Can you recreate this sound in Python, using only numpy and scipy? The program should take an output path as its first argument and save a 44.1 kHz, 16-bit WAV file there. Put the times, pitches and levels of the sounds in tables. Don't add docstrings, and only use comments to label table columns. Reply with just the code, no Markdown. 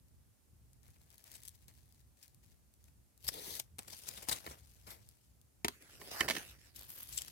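import sys
import numpy as np
from scipy import signal
from scipy.fft import rfft, irfft
from scipy.io import wavfile
from scipy.ndimage import uniform_filter1d

SR = 44100
rng = np.random.default_rng(int(sys.argv[2]) if len(sys.argv) > 2 else 0)


def log_audio(samples):
    frames = np.atleast_2d(samples).T
    limited = np.clip(frames, -1, 1)
    pcm = np.round(limited * 32767).astype(np.int16)
    wavfile.write(sys.argv[1], SR, pcm)


N = 322371

# start_s, length_s, grit_db, body_db
STIR_CUES = [(3.195, 0.046, -65.5, -76.5), (3.235, 0.054, -67, -75), (3.565, 0.017, -71, -64),
             (3.79, 0.088, -66.5, -69.5), (3.875, 0.2, -56, -67), (4.055, 0.17, -55, -61.5),
             (4.26, 0.11, -51.5, -58.5), (4.435, 0.071, -59.5, -57), (4.56, 0.29, -69, -78),
             (4.86, 0.049, -59, -59.5), (4.97, 0.15, -72.5, -81), (5.14, 0.17, -78.5, -96)]
# peak_s, level_db, rise_ms, fall_ms, body_relative_db, crisp_hz
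CRUNCH_CUES = [(1.355, -47.5, 9, 6.9, -20, 8400), (1.452, -46, 0.84, 7, -23, 11300),
               (1.685, -59.5, 3.6, 10, 0.5, 9100), (2.229, -48.5, 1.6, 2.1, -30, 5330),
               (2.884, -62, 3.7, 3.8, -4, 2600), (3.245, -45, 4, 14, -12, 12400),
               (3.268, -41, 1.2, 3.4, -14, 4930), (3.283, -28, 3.46, 5, -21, 12300),
               (3.289, -23, 2.44, 1.4, -7.5, 9650), (3.34, -40.5, 2.3, 4.5, -7.5, 10800),
               (3.554, -38, 4.5, 2.3, -24, 11400), (3.599, -28.5, 3.3, 2.8, -13.5, 14500),
               (3.785, -39.5, 0.63, 1.5, -1, 10000), (3.791, -36.5, 1.55, 3.9, -5, 8100),
               (3.882, -42, 3.1, 3.2, -7.5, 9500), (3.934, -43, 5.4, 4.7, -6, 5700),
               (4.088, -37, 9.6, 1.7, -13.5, 6270), (4.113, -46, 3.9, 3, -8, 3660),
               (4.177, -44, 8.7, 9, -6, 3680), (4.226, -43.5, 3, 9.2, -6, 12700),
               (4.2866, -26, 0.31, 5.4, -9, 9500), (4.2947, -25.5, 2.57, 4, -13.5, 4100),
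               (4.315, -33, 2.5, 15.4, -3.5, 9100), (4.3277, -27, 4.4, 5.7, -28, 3930),
               (4.465, -41.5, 1.07, 2.1, 5.5, 4400), (4.511, -49, 0.86, 17, -3, 5730),
               (4.874, -51.5, 5.5, 13, -1, 5200), (4.904, -46, 1.7, 24, -10, 12870),
               (6.763, -42.5, 2.6, 5.3, -36, 12500), (7.126, -44, 2, 26, -26, 7600),
               (7.178, -29, 4, 3.8, -42, 7550), (7.186, -33.5, 2, 6.8, -34, 2920),
               (7.21, -43.5, 1.06, 10.5, -12, 5840), (7.22, -30, 0.88, 0.65, -33, 7600),
               (7.282, -41, 1, 3.2, -9, 9300)]
# time_s, crack_db, rise_ms, fall_ms, ring_db, thud_db
KNOCK_CUES = [(4.474, -62, .3, 1.8, -51.5, -49.5), (5.6463, -27, .26, 4.7, -38, -33),
              (5.6826, -24, .3, 2.05, -54, -44), (6.015, -52, .2, 5, -55.5, -57.5),
              (6.2084, -24.5, 2.3, 2.4, -27.5, -36.5), (6.281, -39, .36, 12, -40, -66),
              (6.286, -27.5, .4, 7.6, -48, -49), (6.3, -24.5, .22, 2.5, -44, -41),
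              (6.3079, -30, .8, 7.5, -34.5, -44.5), (6.321, -46, .75, 2.8, -58, -66),
              (6.352, -37, .8, 3.7, -54, -60), (6.366, -34.5, .9, 6.4, -44, -65)]
# start_s, length_s, rasp_db, body_db
DRAG_CUES = [(5.68, 0.066, -63.5, -77), (5.8, 0.14, -64.5, -72.5), (5.9, .06, -62.5, -75),
             (5.995, 0.093, -55.5, -66.5), (6.105, 0.094, -46.5, -69), (6.205, 0.026, -50.5, -48),
             (6.28, 0.11, -48.5, -60.5), (6.42, 0.09, -57.5, -72), (6.58, 0.097, -65.5, -80)]
# time_s, level_db
CRUMB_CUES = [(0.0837, -67), (.7322, -58), (1.1036, -55), (1.1566, -58), (1.181, -50.5), (1.241, -48.5),
              (1.317, -49), (1.435, -46), (1.478, -42.5), (1.4826, -39), (1.4919, -47), (1.682, -50.5),
              (1.9244, -57), (2.28, -53.5), (2.346, -56.5), (2.739, -58.5), (2.8412, -57), (3.177, -57.5),
              (3.8315, -51), (4.0888, -32), (5.089, -49), (5.4146, -57.5), (5.8236, -51), (6.793, -44),
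              (7.0731, -50), (7.2483, -46)]
# start_s, length_s, crackle_db, rub_db
FLEX_CUES = [(.815, 0.42, -75.5, -74), (1.09, 0.14, -71.5, -71), (1.24, 0.14, -63.5, -69),
             (1.385, 0.12, -69, -89), (1.52, 0.15, -78.5, -96), (1.67, 0.16, -71.5, -88),
             (1.88, 0.16, -76.5, -93), (2.16, 0.092, -68, -89), (2.42, .11, -74.5, -90),
             (2.79, 0.11, -79.5, -82)]
# start_s, length_s, grit_db, sizzle_db, sizzle_hz
SWEEP_CUES = [(6.736, 0.097, -57.5, -54, 13000), (6.862, 0.066, -57, -50, 12700),
              (6.934, 0.098, -57, -48, 12900), (7.059, 0.1, -57, -51, 11500),
              (7.15, 0.19, -57.5, -60, 12100)]
# peak_s, level_db
BUMP_CUES = [(.54, -66), (3.271, -52), (3.745, -56), (4.311, -54), (4.501, -53), (4.622, -57), (5.302, -63),
             (5.665, -52), (6.219, -63), (6.309, -54), (6.514, -56), (6.794, -59), (7.137, -54),
             (7.215, -62)]
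# time_s, dip_db
LULL_CUES = [(.39, -8.5), (1.23, -8.5), (2.2, -11), (2.58, -0.5), (2.73, -8), (3.11, -8.5), (4.0, -2),
             (5.19, -8), (5.5, -9), (5.82, -7.5), (6.69, -3.5), (6.95, -4)]

# pitch_hz, level_db, t60_s
BLADE_MODES = [(1813, 8, 0.03), (2028, 6.5, 0.022), (2236, 2.5, 0.032), (2440, -22, 0.036),
               (2590, -18, 0.13), (3020, 8, 0.016), (4070, -13, 0.028), (4900, -6, 0.013)]
THUD_MODES = [(149, -7, 0.033), (239.3, -1, 0.088), (339, 0.5, 0.064), (424, -1, 0.073), (630, 3, 0.017),
              (705, 5, 0.034), (1035, 6, 0.035), (1230, 6, 0.019)]

# frequency_hz, relative_db
STREAM_EQ = [(1000, -9), (1400, -12.5), (2000, -3.5), (2550, -9), (3100, -3.5), (3750, 1), (5000, -1.5),
             (6000, -0.5), (7200, -5.5), (9500, -2.5), (12000, -1), (16000, -5)]
GROAN_EQ = [(120, -6.5), (230, -5), (340, 0.5), (430, 6), (560, 0), (750, -5.5), (1000, -8), (1800, -24),
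            (4000, -30)]
GRIT_EQ = [(900, -23.5), (2000, -12.5), (2700, -4.5), (3500, -2.5), (5000, -1), (6300, -2.5), (8000, -2.5),
           (10500, -2), (13500, -3), (16000, -10)]
BODY_EQ = [(90, -3), (200, 1.5), (350, 0.5), (620, 2), (850, 1), (1100, -1), (1500, -4), (2200, -3),
           (4000, -13)]
CRACK_EQ = [(150, -22), (600, -1), (1200, -3), (2200, -0.5), (4300, -1.5), (6000, -6.5), (8000, -8),
            (10500, -6.5), (16000, -17.5)]
RASP_EQ = [(300, -20), (620, -4.5), (900, -11), (1400, -6), (1850, -3), (2500, -1.5), (3300, -6.5),
           (4500, -6), (7500, -12), (9800, -10.5), (12000, -10.5), (16000, -15)]
DRAG_BODY_EQ = [(90, -4), (200, -2.5), (330, 0), (480, -3), (700, -12.5), (1500, -21.5)]
SNAP_EQ = [(600, -21.5), (2000, -18.5), (3500, -3.5), (5500, -1.5), (8000, 0.5), (12000, 1.5),
           (16000, -2.5)]
YARN_EQ = [(350, -34), (600, -7), (997, -5.5), (1190, -22), (1700, -2.5), (2720, -4.5), (4840, -1),
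           (10200, -2.5), (16000, -4)]
BRUSH_EQ = [(250, -1.5), (650, -4), (1000, -7), (1600, -4.5), (2100, -3), (3100, 0.5), (5500, -2),
            (6500, -1.5), (7800, -3), (10000, -10.5), (13000, -7), (16000, -21)]
RUMBLE_EQ = [(20, -36.5), (40, -8), (62, 1.5), (85, -2.5), (120, -4.5), (170, -14.5), (260, -22.5),
             (500, -34), (1000, -55.5)]
AIR_EQ = [(120, -16.5), (200, -1), (491, -11.5), (851, -13.5), (950, -16), (2020, -19), (3490, -21),
          (9580, -16), (15100, -19), (16000, -31.5)]

# frequency_hz, left_over_right_db
LEFT_BALANCE = [(200, -0.5), (500, -1), (950, 5), (1700, -3.5), (2500, 1), (3600, 3.5), (6000, 7),
                (9500, 5), (14000, 9)]
AHEAD_BALANCE = [(300, -1), (1300, -8), (2500, -6.5), (6000, -1.5), (14000, 1)]

SHIFT_S = 5.8
SWEEP_ATTACK_S, SWEEP_RELEASE_S = 0.041, 0.048


def plunge():
    push = dict(start_s=3.305, length_s=0.27, attack_s=0.026, release_s=0.015)
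    stream = amp(-47.5) * stroke(**push, swell_db=6) * grains(per_s=5000, spread_db=1.9, alike=0.31)
    groan = amp(-57) * stroke(**push, swell_db=-10.5) * grains(per_s=1200, spread_db=1.9, alike=1)
    return colour(stream, STREAM_EQ) + colour(groan, GROAN_EQ)


def loose_soil():
    flicker = wander(depth_db=0.6, slow_s=0.013)
    grit_gain, body_gain = strokes(STIR_CUES, attack_s=0.017, release_s=0.051) * flicker
    grit = amp(0.5) * grit_gain * grains(per_s=1900, spread_db=3.7, alike=0.047)
    body = amp(1) * body_gain * grains(per_s=700, spread_db=1.7, alike=0.61)
    for peak_s, db, rise_ms, fall_ms, body_db, crisp_hz in CRUNCH_CUES:
        lead_s, crisp = burst(rise_ms, fall_ms, alike=0.13, rough_db=2.5)
        crisp += 2.36 * resonate(crisp, crisp_hz, width_hz=490)
        add(grit, peak_s - lead_s, amp(db - 4.5) * crisp)
        lead_s, dull = burst(rise_ms, fall_ms * 1.8, alike=0.58, rough_db=1.5)
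        hollow_hz = 890 * 2 ** rng.uniform(-0.378, 0.6)
        dull += 0.53 * resonate(dull, hollow_hz, width_hz=130)
        add(body, peak_s - lead_s, amp(db + body_db - 3.5) * dull)
    return colour(grit, GRIT_EQ) + colour(body, BODY_EQ)


def knocks():
    left, ahead = np.zeros((2, 2, N))
    for time_s, crack_db, rise_ms, fall_ms, ring_db, thud_db in KNOCK_CUES:
        spot = left if time_s < SHIFT_S else ahead
        lead_s, crack = burst(rise_ms, fall_ms, alike=0.62, rough_db=-1)
        clank = amp(ring_db + 1.5) * ring(BLADE_MODES, attack_ms=0.94, detune=0.0034)
        thud = amp(thud_db + 1) * ring(THUD_MODES, attack_ms=0.86, detune=0.038)
        add(spot, time_s - lead_s, colour(amp(crack_db) * crack, CRACK_EQ))
        add(spot, time_s, np.tile(clank + thud, (2, 1)))
    return place(left, balance_db=0.5, lead_ms=0.427) + place(ahead, AHEAD_BALANCE, lead_ms=-0.052)


def dragging():
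    rasp_gain, body_gain = strokes(DRAG_CUES, attack_s=0.007, release_s=0.041, swell_db=3)
    rasp = amp(0.7) * rasp_gain * grains(per_s=3000, spread_db=2.4, alike=0.16)
    body = amp(6) * body_gain * grains(per_s=600, spread_db=1.1, alike=0.9)
    return place(colour(rasp, RASP_EQ) + colour(body, DRAG_BODY_EQ), balance_db=-1.5, lead_ms=-0.11)


def crumbs():
    out = np.zeros((2, N))
    for time_s, db in CRUMB_CUES:
        tick = rng.choice([-1, 1]) * np.ones((2, 1))
        _, puff = burst(rise_ms=0.089, fall_ms=1, alike=0.24, rough_db=2)
        add(out, time_s, amp(db + 14) * tick)
        add(out, time_s, amp(db + 2.5) * puff)
    return colour(out, SNAP_EQ)


def glove():
    flicker = wander(depth_db=3.3, slow_s=0.05)
    crackle_gain, rub_gain = strokes(FLEX_CUES, attack_s=0.023, release_s=0.043) * flicker
    sweep_gain, _ = strokes(SWEEP_CUES, SWEEP_ATTACK_S, SWEEP_RELEASE_S)
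    crackle = amp(1.5) * crackle_gain * grains(per_s=1200, spread_db=3.2, alike=0.17)
    shed = amp(-3.5) * crackle_gain * grains(per_s=19, spread_db=1.2, alike=0.27)
    rub = amp(-4) * rub_gain * grains(per_s=600, spread_db=3.8, alike=0.62)
    brush = amp(-2) * sweep_gain * grains(per_s=1500, spread_db=3.2, alike=0.094)
    palm = colour(crackle, YARN_EQ) + colour(shed, SNAP_EQ) + colour(rub, BODY_EQ)
    return palm + mottle(colour(brush, BRUSH_EQ), patch_db=1.5, patch_hz=1000, patch_ms=190)


def yarn_sizzle():
    start_s, length_s, _, _, sizzle_hz = np.transpose(SWEEP_CUES)
    hz = np.interp(np.arange(N) / SR, start_s + length_s / 2, sizzle_hz)
    _, gain = strokes(SWEEP_CUES, SWEEP_ATTACK_S, SWEEP_RELEASE_S) * wander(depth_db=3, slow_s=0.011)
    dust = grains(per_s=1200, spread_db=2.9, alike=0.19, fall_ms=1.5)
    hiss = unit(resonate(resonate(dust, hz, width_hz=4400), hz, width_hz=4600))
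    return place(amp(-4) * gain * hiss, balance_db=1, lead_ms=0.298)


def ground_bumps():
    out = np.zeros((2, N))
    t = np.arange(-SR // 10, SR // 10) / SR
    for peak_s, db in BUMP_CUES:
        swing = sum(amp(mode_db) * np.sin(2 * np.pi * (hz * rng.uniform(0.73, 1.08) * t + rng.random()))
                    for hz, mode_db in [(76, 0), (130, -7.5), (195, -16.5)])
        push = amp(db) * swing * np.exp(-(t / 0.029) ** 2)
        add(out, peak_s + t[0], np.array([push, push]))
    return out


def earth_banks(x, t60_s=0.13, wet_db=-15):
    t = np.arange(SR // 3) / SR
    echoes = rng.standard_normal((2, len(t))) * (rng.random((2, len(t))) < 0.06)
    echoes *= amp(-60 * t / t60_s) * (t > 0.003)
    return x + amp(wet_db) * signal.oaconvolve(x, echoes / np.linalg.norm(echoes[0]), axes=1)[:, :N]


def outdoors(dip_half_s=0.072):
    t = np.arange(N) / SR
    dips_db = sum(db * np.exp(-((t - time_s) / dip_half_s) ** 2) for time_s, db in LULL_CUES)
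    rumble_gain = amp(-65 + dips_db) * wander(depth_db=0.96, slow_s=0.1)
    rumble = rumble_gain * colour(stereo_noise(N, alike=0.42), RUMBLE_EQ)
    return rumble + amp(-74.5) * colour(stereo_noise(N, alike=0.084), AIR_EQ)


def grains(per_s, spread_db, alike, fall_ms=1):
    size = amp(spread_db * np.minimum(rng.exponential(1, N), 4.5))
    fires = rng.random(N) < per_s / SR
    power = signal.lfilter([1], [1, -np.exp(-2000 / (fall_ms * SR))], fires * size ** 2)
    return unit(np.sqrt(power) * stereo_noise(N, alike))


def burst(rise_ms, fall_ms, alike, rough_db):
    ms = np.arange(-5 * rise_ms, 7 * fall_ms, 1000 / SR)
    envelope = np.exp(np.minimum(ms / rise_ms, -ms / fall_ms))
    lumps = unit(uniform_filter1d(rng.standard_normal(SR // 2), size=24))[:len(ms)]
    sound = envelope * amp(rough_db * lumps) * stereo_noise(SR // 2, alike)[:, :len(ms)]
    return -ms[0] / 1000, unit(sound) * np.sqrt(np.mean(envelope ** 2))


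def ring(modes, attack_ms, detune):
    t = np.arange(SR // 5) / SR
    sound = np.zeros(len(t))
    for hz, db, t60_s in modes:
        shifted_hz = hz * (1 + detune * rng.normal())
        sound += amp(db - 60 * t / t60_s) * np.sin(2 * np.pi * (shifted_hz * t + rng.random()))
    sound *= 1 - np.exp(-1000 * t / attack_ms)
    return sound / np.sqrt(np.mean(sound[:SR // 125] ** 2))


def stroke(start_s, length_s, attack_s, release_s, swell_db):
    t = np.arange(N) / SR - start_s
    swell = amp(swell_db * (np.clip(t / length_s, 0, 1) - 0.5))
    return np.clip(t / attack_s, 0, 1) * swell * np.exp(-np.maximum(t - length_s, 0) / release_s)


def strokes(cues, attack_s, release_s, swell_db=0):
    power = np.zeros((2, N))
    for start_s, length_s, first_db, second_db, *_ in cues:
        envelope = stroke(start_s, length_s, attack_s, release_s, swell_db)
        power += (amp([[first_db], [second_db]]) * envelope) ** 2
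    return np.sqrt(power)


def wander(depth_db, slow_s):
    hz = np.fft.rfftfreq(N, 1 / SR)
    drift = unit(irfft(rfft(rng.standard_normal(N)) * np.exp(-(hz * slow_s) ** 2), N))
    return amp(depth_db * np.clip(drift, -2, 2))


def mottle(x, patch_db, patch_hz, patch_ms):
    spectra = signal.stft(x, SR, nperseg=512, noverlap=384)[2]
    across = np.fft.fftfreq(spectra.shape[1], SR / 512)[:, None] * patch_hz
    along = np.fft.fftfreq(spectra.shape[2], 128000 / SR) * patch_ms
    blur = np.exp(-2 * (across ** 2 + along ** 2))
    patches = unit(np.fft.ifft2(np.fft.fft2(rng.standard_normal(blur.shape)) * blur).real)
    gain = unit(amp(patch_db * np.clip(patches, -2, 2)))
    return signal.istft(spectra * gain, SR, nperseg=512, noverlap=384)[1][:, :N]


def resonate(x, hz, width_hz):
    turn = np.exp(2j * np.pi * np.cumsum(hz * np.ones(x.shape[1])) / SR)
    pole = np.exp(-np.pi * width_hz / SR)
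    return 2 * (turn * signal.lfilter([1 - pole], [1, -pole], x / turn)).real


def colour(x, eq):
    hz = abs(np.fft.fftfreq(4096, 1 / SR))
    log_gain = np.log(amp(np.maximum(curve_db(eq, hz), -100)))
    taps = np.fft.ifft(np.exp(np.conj(signal.hilbert(log_gain)))).real
    return signal.oaconvolve(x, taps[None] / np.linalg.norm(taps), axes=1)[:, :N]


def place(x, balance_db, lead_ms):
    hz = np.fft.rfftfreq(x.shape[1], 1 / SR)
    tilt = amp((curve_db(balance_db, hz) if np.ndim(balance_db) else np.full_like(hz, balance_db)) / 2)
    delay = np.exp(-2j * np.pi * hz * lead_ms / 1000)
    pan = np.array([tilt, delay / tilt]) / np.sqrt((tilt ** 2 + tilt ** -2) / 2)
    return irfft(rfft(x) * pan, x.shape[1])


def stereo_noise(count, alike):
    shared, left, right = rng.standard_normal((3, count))
    return np.sqrt(alike) * shared + np.sqrt(1 - alike) * np.array([left, right])


def curve_db(points, hz):
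    point_hz, db = np.transpose(points)
    return np.interp(np.log(hz + 1), np.log(point_hz + 1), db)


def add(mix, start_s, sound):
    part = mix[:, max(round(start_s * SR), 0):][:, :sound.shape[1]]
    part += sound[:, :part.shape[1]]


def amp(db):
    return 10 ** (np.asarray(db) / 20)


def unit(x):
    return x / np.sqrt(np.mean(x ** 2) + 1e-30)


def scene():
    soil = mottle(plunge() + loose_soil(), patch_db=2, patch_hz=696, patch_ms=28)
    left_side = place(soil + crumbs() + glove(), LEFT_BALANCE, lead_ms=0.483)
    hard_earth = mottle(dragging(), patch_db=4, patch_hz=600, patch_ms=63) + knocks()
    return earth_banks(left_side + yarn_sizzle() + hard_earth) + ground_bumps() + outdoors()


def record(dry, low_cut_hz=42, high_cut_hz=16100):
    thinned = signal.sosfilt(signal.butter(3, low_cut_hz, "highpass", fs=SR, output="sos"), dry)
    high_cut = signal.firwin(401, high_cut_hz, window=("kaiser", 8), fs=SR)
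    return signal.oaconvolve(thinned, high_cut[None], "same", axes=1)


dry = scene()
out = record(dry)
log_audio(out)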